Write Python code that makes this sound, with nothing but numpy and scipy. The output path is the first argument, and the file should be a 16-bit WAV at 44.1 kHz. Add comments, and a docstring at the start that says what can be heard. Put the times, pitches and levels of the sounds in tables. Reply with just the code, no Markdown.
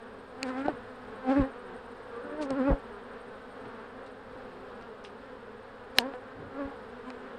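"""Honey bees at an open hive

Periodic wing strokes give each bee a harmonic hum, and many detuned bees blur into a swarm. Some fly
up to the microphone, fan it with their wings and bump into its case, exciting its modes. A steel hive
tool ticks faintly by friction as a wooden frame is eased out. Far off, a cricket chirps and a machine
drones in the garden air."""
import sys
import numpy as np
from scipy import signal
from scipy.fft import rfft, irfft
from scipy.io import wavfile
from scipy.ndimage import map_coordinates

SR = 44100
rng = np.random.default_rng(int(sys.argv[2]) if len(sys.argv) > 2 else 0)


def wrap_up_sound(samples):
    """Save the sound to the file named by the first command line argument, as 16-bit audio."""
    columns = np.atleast_2d(samples).T
    # keep every value between -1 and 1, then stretch to whole-number steps
    tamed = np.clip(columns, -1, 1)
    steps = np.round(tamed * 32767).astype(np.int16)
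    wavfile.write(sys.argv[1], SR, steps)


N = 325458
T = np.arange(N) / SR
FADE_S = .09  # a close bee is heard this long before and after its path


def close_bee(path, facing_db, octave_trim_db, buzz_trim_db, tilt_db, whine_db):
    """Periodic wing strokes radiate harmonics; the near-field fundamental falls fastest with distance."""
    # harmonic envelope of a close wing (frequency [Hz], relative level [dB])
    wing_spectrum = [(800, 2.5), (1100, -3.5), (1600, -6), (2100, -14.5), (2500, -17.5), (3000, -25.5),
                     (4200, -35), (6000, -50.5), (8600, -43.5), (11000, -73)]
    # air torn by the wing (frequency [Hz], relative spectral density [dB])
    rasp_spectrum = [(400, -10), (900, 15), (1600, 18), (2300, 5), (3800, -2), (5200, -8), (6300, -28),
                     (9000, -33.5), (11000, -47.5)]
    # brief pulsing hisses, the last around the loudest click (time [s], half width [s], level [dB])
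    hisses = [(0.48, 0.017, -60), (0.595, 0.013, -65), (1.301, 0.0027, -66), (1.318, 0.026, -64),
              (2.426, 0.0078, -48), (2.448, 0.0078, -58), (2.5057, 0.0012, -41), (5.991, 0.016, -46.5)]
    # colour of that hiss (frequency [Hz], relative spectral density [dB])
    hiss_spectrum = [(1000, -4.5), (2400, 0), (4400, 2), (6000, -4), (9200, -5), (10500, -32.5),
                     (15000, -44.5)]
    arrive_db_per_s, leave_db_per_s, usual_db = 342.5, 315, -36
    jitter, whine_width_hz, rough_hz = .005, 170, 2500
    s, path_hz, path_db, path_whine_hz = np.transpose(path)
    near = (T > s[0] - FADE_S) & (T < s[-1] + FADE_S)
    t = T[near]
    away_db = arrive_db_per_s * np.maximum(s[0] - t, 0) + leave_db_per_s * np.maximum(t - s[-1], 0)
    closer_db = np.interp(t, s, path_db) - away_db - usual_db
    hz, whine_hz = np.interp(t, s, path_hz), np.interp(t, s, path_whine_hz)
    phase = 2 * np.pi * np.cumsum(hz * (1 + jitter * walk(108, t))) / SR
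    # the balance of the first two harmonics shows which way the bee faces
    fundamental_db = usual_db + closer_db + facing_db
    octave_db = -38 + .76 * closer_db + octave_trim_db + 3 * walk(36.7, t)
    buzz_db = -42.5 + .72 * closer_db + buzz_trim_db
    octave = undb(octave_db) * np.cos(2 * phase + rng.normal(0, 1))
    hum = np.sqrt(2) * (undb(fundamental_db) * np.cos(phase) + octave)
    buzz = 0
    for k in range(3, 36):
        turning_db = 3 * walk(25.5, t) + 2.2 * walk(170, t)  # slow turns and fast flutter
        # the band beamed at the microphone moves as the bee banks
        beam_db = whine_db * np.exp(-.5 * ((k * hz - whine_hz) / whine_width_hz) ** 2)
        gain = gain_at(k * hz, wing_spectrum) * undb(turning_db + beam_db + tilt_db * np.log2(k))
        smear = (k * hz.mean() / rough_hz) ** 2 * walk(130, t)  # unequal strokes blur high harmonics
        buzz = buzz + gain * np.cos(k * phase + smear + rng.normal(0, 1))
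    flicks = rng.standard_normal(len(t)) * np.cos(phase / 2) ** 6  # one noise burst a stroke
    buzz = unit(buzz) + undb(-11) * unit(colour(flicks, rasp_spectrum))
    hiss = unit(colour(flicks, hiss_spectrum)) * swells(hisses)[near]
    stroke_gain = undb(.7 * walk(200.2, t))
    return (hum + undb(buzz_db) * buzz + hiss) * stroke_gain * signal.windows.tukey(len(t), .1)


def fly_bys():
    """Directivity: each bee that comes close has its own tone, set by the way it faces."""
    # one path a flight (time [s], wingbeat [Hz], nearness as a level [dB], whine centre [Hz])
    paths = [
        [(.418, 258.3, -45.5, 1050), (.438, 273.5, -38, 1600), (.472, 250, -39, 900),
         (.506, 261.4, -36.5, 1250), (.542, 250.4, -43.5, 1400), (.576, 263.8, -36, 1580),
         (.62, 272, -36, 1500), (.642, 282.3, -44, 1670), (.66, 291.2, -30, 1290), (.674, 304, -42, 1520),
         (.70, 301, -34.5, 1400), (.72, 271, -48.5, 900)],
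        [(1.23, 258.5, -48, 1300), (1.262, 259.2, -39.5, 800), (1.294, 256.3, -24.5, 780),
         (1.318, 275, -26, 810), (1.346, 262.8, -32.5, 850), (1.374, 286.6, -22.5, 1330),
         (1.394, 283.4, -25.5, 1120), (1.424, 258, -29.5, 1060), (1.462, 270, -40, 880)],
        [(2.12, 244.3, -42.5, 1200), (2.158, 232.7, -35.5, 1150), (2.205, 241, -47, 1220)],
        [(2.225, 272.4, -54.5, 1390), (2.254, 292.6, -47.5, 1460), (2.295, 289, -57, 1200),
         (2.335, 297.6, -43, 1780), (2.37, 303, -49.5, 1190), (2.41, 308.8, -36, 920),
         (2.462, 268.4, -41, 1320), (2.494, 272, -45, 1340), (2.508, 274, -33, 820), (2.542, 256, -38.5, 1050),
         (2.574, 289.1, -34.5, 1150), (2.614, 248.5, -28.5, 1240), (2.64, 261.5, -35, 1590),
         (2.68, 289, -28, 1110), (2.712, 267, -30, 1050), (2.74, 277.5, -42, 840)],
        [(5.97, 264.5, -48, 1315), (5.995, 248, -38, 1200), (6.013, 225.6, -40, 730), (6.05, 262, -37.5, 1600),
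         (6.085, 274.4, -40, 1394)],
        [(6.125, 235.2, -43, 1200), (6.15, 251.5, -36.5, 1520)],
        [(6.535, 270.2, -49, 1400), (6.574, 272.7, -44, 1410), (6.594, 292.4, -39.5, 1300),
         (6.626, 275, -36.5, 1200), (6.69, 277, -45.5, 820)],
        [(7.01, 249.4, -66, 1005), (7.085, 256.2, -41, 1040), (7.13, 249.2, -54, 1246),
         (7.175, 251.7, -53, 995), (7.26, 258.3, -50, 1300)],
    ]
    # tone offsets a flight (fundamental [dB], octave [dB], buzz [dB], tilt [dB/octave], whine [dB])
    tones = [(1.5, -2.5, 2.5, 2.5, 4.5), (1, -2, 1, 1.5, 6), (-20, -2, -3.5, 4, 14),
             (2.5, 1.5, -.5, 1.5, 9), (0, 0.5, 1, -2, 4), (-25, -3.5, -5, 4, 4), (1, -2, -1.5, 0.5, 8),
             (1, -10, -1.5, 6, 10)]
    out = np.zeros(N)
    for path, tone in zip(paths, tones):
        add(out, path[0][0] - FADE_S, close_bee(path, *tone))
    return out


def head_clicks(rebound_s=.00041, rebound_gain=.13):
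    """Hard impacts excite the case's modes according to the place struck; a glancing blow is duller."""
    # modes of the case (frequency [Hz], t60 [s], weight at the face [dB], weight at the rim [dB])
    case_modes = [(1700, 0.0071, 1.5, -37), (2500, 0.0046, -1.5, 12.5), (2990, 0.011, -0.5, -14),
                  (3460, 0.0033, 4, -24), (4070, 0.012, 0, -17), (4400, 0.008, -12, 11.5),
                  (5150, 0.0039, -2.5, -6.5), (6700, 0.0054, -22.5, 11), (8500, 0.003, -13.5, 2),
                  (9600, 0.0018, -16.5, -13), (12100, 0.002, -9.5, -28), (13400, 0.0024, -15.5, -15)]
    # bees hit head first (time [s], peak level [dB], place [0 face to 1 rim], cutoff [Hz])
    impacts = [(0.4302, -17, 0.5, 12000), (0.662, -37, 0.2, 3200), (0.682, -32.5, 0.15, 4050),
               (1.298, -43, .1, 3480), (2.426, -35, 0.28, 9500), (2.5075, -35, 0.3, 10000),
               (5.9853, 1, 0.06, 18000), (5.987, -18, .1, 5000), (5.995, -35, .2, 15000),
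               (6.137, -38, .05, 2100), (7.103, -34.5, .3, 9000)]
    out = np.zeros(N)
    hz, t60, face_db, rim_db = np.transpose(case_modes)
    for s, db, place, cutoff_hz in impacts:
        click = ring(hz, t60, face_db + place * (rim_db - face_db))
        t = T[:len(click)]
        second_contact = rebound_gain * np.interp(t - rebound_s, t, click)
        click = lowpass(click + second_contact, cutoff_hz, order=3)
        add(out, s, undb(db) * click / np.abs(click).max())
    return out


def body_thuds(squash_s=.00036):
    """Soft impacts: a bee's body pushes in gradually and sounds the low, hollow modes of the case."""
    # hollow modes of the case (frequency [Hz], t60 [s], relative level [dB])
    hollow_modes = [(373, 0.022, -3), (548, 0.041, -7.5), (762, 0.03, 1), (1410, .012, -49.5)]
    # soft blows (time [s], gain [dB], cutoff [Hz])
    blows = [(.6818, -13.5, 1200), (.690, -19, 500.7), (1.297, -25.5, 700), (2.507, -19.5, 419.2),
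             (5.9856, -16.5, 1100), (6.137, -31.5, 1400)]
    out = np.zeros(N)
    contact = 1 - np.exp(-T[:SR // 8] / squash_s)
    thud = contact * ring(*np.transpose(hollow_modes))
    for s, db, cutoff_hz in blows:
        add(out, s, undb(db) * lowpass(thud, cutoff_hz, order=2))
    return out


def wing_wash():
    """Air displaced by a passing bee gives a pressure pulse flanked by suction, and dull turbulence."""
    # pulses over the microphone's port (time [s], half width [s], peak level [dB])
    pulses = [(1.4, 0.001, -19), (1.418, 0.0058, -19.5), (2.704, 0.00072, -17.5), (2.729, 0.0075, -20),
              (6.658, .0034, -39)]
    # turbulent puffs on the microphone (time [s], half width [s], level [dB], cutoff [Hz])
    puffs = [(0.73, 0.026, -51, 220), (1.411, 0.016, -28.5, 122), (2.527, 0.017, -46, 200),
             (2.72, 0.014, -24.5, 140), (2.721, 0.011, -28.5, 800), (6.66, 0.022, -53, 108.4)]
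    out = sum(undb(db) * (1 - ((T - s) / half) ** 2) * bell(s, half) for s, half, db in pulses)
    for s, half, db, cutoff_hz in puffs:
        envelope = bell(s, half)
        band = signal.butter(3, [25, cutoff_hz], "band", fs=SR, output="sos")
        gust = envelope * signal.sosfilt(band, rng.standard_normal(N))
        out += undb(db) * gust * np.sqrt(np.sum(envelope ** 2) / np.sum(gust ** 2))
    return out


def swarm(count, mean_hz, spread_hz, wander, waver, distance_db):
    """Incoherent summation of bees, each with its own wandering wingbeat and changing distance."""
    # harmonic envelope of a bee round the hive (frequency [Hz], relative level [dB])
    bee_spectrum = [(190, -8.5), (260, -3), (400, 1), (520, 0.5), (650, -11), (1000, -7.5), (1600, -8),
                    (2100, -21), (3500, -27), (6000, -47.5)]
    # loudness contour of the swarm before mixing (time [s], level [dB])
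    contour = [(0, -45.5), (3.6, -45), (4.2, -46.5), (6.4, -46), (7.38, -44.5)]
    out, size = 0, 2048
    k = np.arange(1, 31)
    for hz in mean_hz + spread_hz * np.linspace(-1, 1, count):
        harmonics = gain_at(k * hz, bee_spectrum) * np.exp(2j * np.pi * rng.random(len(k)))
        stroke = irfft(np.r_[0, harmonics], size)  # one period of the wingbeat
        cycles = np.cumsum(hz * (1 + wander * walk(6) + waver * walk(28))) / SR
        out = out + stroke[(cycles * size).astype(int) % size] * undb(distance_db * walk(7))
    return unit(out) * undb(np.interp(T, *np.transpose(contour)))


def hive_hum():
    """Masking: three nearer hovering bees emerge from the blurred hum of the crowd and sink back."""
    hovering = swarm(count=3, mean_hz=243, spread_hz=24, wander=.04, waver=.013, distance_db=6)
    crowd = swarm(count=24, mean_hz=233, spread_hz=33, wander=.05, waver=.024, distance_db=4)
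    return undb(-1) * crowd + undb(-8) * hovering


def hive_work(grit_db=5, spot_width_hz=700, spot_db=9):
    """Friction drives resonances: the tool slips in bursts dulled by wax, and the frame rumbles."""
    # tool slips (time [s], peak level [dB], t60 [s], cutoff [Hz], resonance of the spot touched [Hz])
    scrapes = [(3.655, -45.5, .044, 6000, 2600), (4.062, -48, 0.099, 8500, 3830),
               (4.363, -38, .05, 1600, 800), (4.811, -50, .01, 5600, 3200),
               (4.823, -48.5, 0.011, 5970, 4970), (5.04, -47.5, 0.16, 9000, 5150),
               (5.0487, -33, 0.0136, 5070, 2500), (5.052, -42, 0.14, 4500, 2900),
               (7.1022, -34.5, 0.025, 2430, 1300)]
    # resonances of the tool on the wood (frequency [Hz], bandwidth [Hz], relative gain [dB])
    tool_modes = [(1600, 600, -4), (2640, 590, 4), (3860, 580, -3), (4930, 320, -6), (8500, 1500, 1)]
    # the frame shifts in its box (time [s], half width [s], level [dB])
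    shifts = [(1.082, 0.036, -55), (3.666, 0.029, -51), (4.367, 0.014, -50.5), (6.393, 0.026, -47),
              (6.466, 0.039, -47.5)]
    # resonances of the wooden box (frequency [Hz], bandwidth [Hz], relative gain [dB])
    box_modes = [(105, 49, -3.5), (159, 120, -7), (280, 86, -5.5)]
    out, t = np.zeros(N), T[:SR // 4]
    for s, db, t60, cutoff_hz, spot_hz in scrapes:
        grit = rng.standard_normal(len(t)) * undb(grit_db * rng.standard_normal(len(t)))
        slip = resonate(grit * undb(-60 * t / t60), tool_modes + [(spot_hz, spot_width_hz, spot_db)])
        slip = lowpass(slip, cutoff_hz, order=8)
        add(out, s, undb(db) * slip / np.abs(slip).max())
    rub = lowpass(rng.standard_normal(N), 900, order=2)
    return out + unit(resonate(rub, box_modes)) * swells(shifts)


def cricket(pitch_hz=8620, width_hz=440, skirt_width_hz=1800, chirps_per_s=14, steady=.4):
    """Stridulation as resonant noise: a thin, unevenly pulsing rasp that grows fainter midway."""
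    rasp = rng.standard_normal(N)
    for _ in range(2):
        rasp = resonate(rasp, [(pitch_hz, width_hz, 0), (pitch_hz, skirt_width_hz, -9)])
    cycles = np.cumsum(chirps_per_s * (1 + .25 * walk(12))) / SR
    strokes = np.sin(np.pi * cycles) ** 6 * undb(2.5 * walk(12))
    level_db = np.interp(T, [3.5, 4.6], [-79.5, -86])
    return unit(rasp * (steady + strokes)) * undb(level_db)


def garden(air_db=-53, stir_db=-.8, drone_hz=105, drone_db=-67):
    """Ambient noise: gently stirring broadband air and the wavering low tone of a distant machine."""
    # garden air (frequency [Hz], relative spectral density [dB])
    air_spectrum = [(20, -1), (50, -0.5), (85, -5), (150, -6.5), (330, -5), (800, -3), (1600, -19.5),
                    (2100, -21.5), (4000, -24), (5300, -30.5), (6100, -43), (7000, -38.5), (9000, -39),
                    (10500, -46.5), (15000, -51.5)]
    air = colour(rng.standard_normal(N), air_spectrum)
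    phase = 2 * np.pi * np.cumsum(drone_hz * (1 + .013 * walk(31))) / SR
    drone = np.sin(phase) * undb(2.4 * walk(5.8))
    return unit(air) * undb(air_db + stir_db * walk(2.985)) + unit(drone) * undb(drone_db)


def undb(db):
    """Decibels to amplitude ratio."""
    return 10 ** (np.asarray(db) / 20)


def unit(x):
    """Normalise to rms 1."""
    return x / np.sqrt(np.mean(x ** 2))


def gain_at(hz, points):
    """Gain of a (frequency [Hz], level [dB]) spectrum, interpolated in log frequency."""
    f, db = np.transpose(points)
    return undb(np.interp(np.log(np.maximum(hz, 1)), np.log(f), db))


def colour(x, points):
    """Filter x by a (frequency [Hz], gain [dB]) response."""
    return irfft(rfft(x) * gain_at(np.fft.rfftfreq(len(x), 1 / SR), points), len(x))


def lowpass(x, cutoff_hz, order):
    """Maximally flat low-pass filter."""
    return signal.sosfilt(signal.butter(order, cutoff_hz, fs=SR, output="sos"), x)


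def walk(rate, t=T):
    """Smooth random modulation of spread about 1, taking rate new values a second."""
    knots = rng.standard_normal(1024)
    grid = np.linspace(t[0], t[-1], len(t) // 64)
    return np.interp(t, grid, map_coordinates(knots, [(grid - t[0]) * rate], order=3, mode="wrap"))


def resonate(x, peaks):
    """Parallel resonators (frequency [Hz], bandwidth [Hz], gain [dB]) driven by x."""
    return sum(undb(db) * signal.lfilter(*signal.iirpeak(hz, hz / width, fs=SR), x)
               for hz, width, db in peaks)


def ring(hz, t60, db):
    """Impulse response of damped modes of alternating sign, peak 1."""
    t = T[:SR // 8, None]
    modes = np.sin(2 * np.pi * hz * t) * undb(db - 60 * t / t60)
    y = modes @ (-1.) ** np.arange(len(hz))
    return y / np.abs(y).max()


def bell(s, half):
    """Gaussian envelope round time s; the half width is its standard deviation."""
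    return np.exp(-.5 * ((T - s) / half) ** 2)


def swells(events):
    """Sum of Gaussian envelopes (time [s], half width [s], level [dB])."""
    return sum(undb(db) * bell(s, half) for s, half, db in events)


def add(out, s, x):
    """Mix x into out from time s."""
    i = int(s * SR)
    out[i:i + len(x)] += x[:N - i]


def scene():
    """Superposition of all sources at one microphone in the open air."""
    out = hive_hum() + garden() + cricket() + hive_work()
    out += head_clicks() + body_thuds() + wing_wash() + fly_bys()
    return out[None]


def record(dry, ceiling=.78, knee=6, top_hz=15800):
    """Soft saturation rounds off the loudest click, and a steep low-pass cuts the top."""
    clipped = dry / (1 + np.abs(dry / ceiling) ** knee) ** (1 / knee)
    return signal.sosfilt(signal.ellip(8, .2, 70, top_hz, fs=SR, output="sos"), clipped)


dry = scene()
out = record(dry)
wrap_up_sound(out)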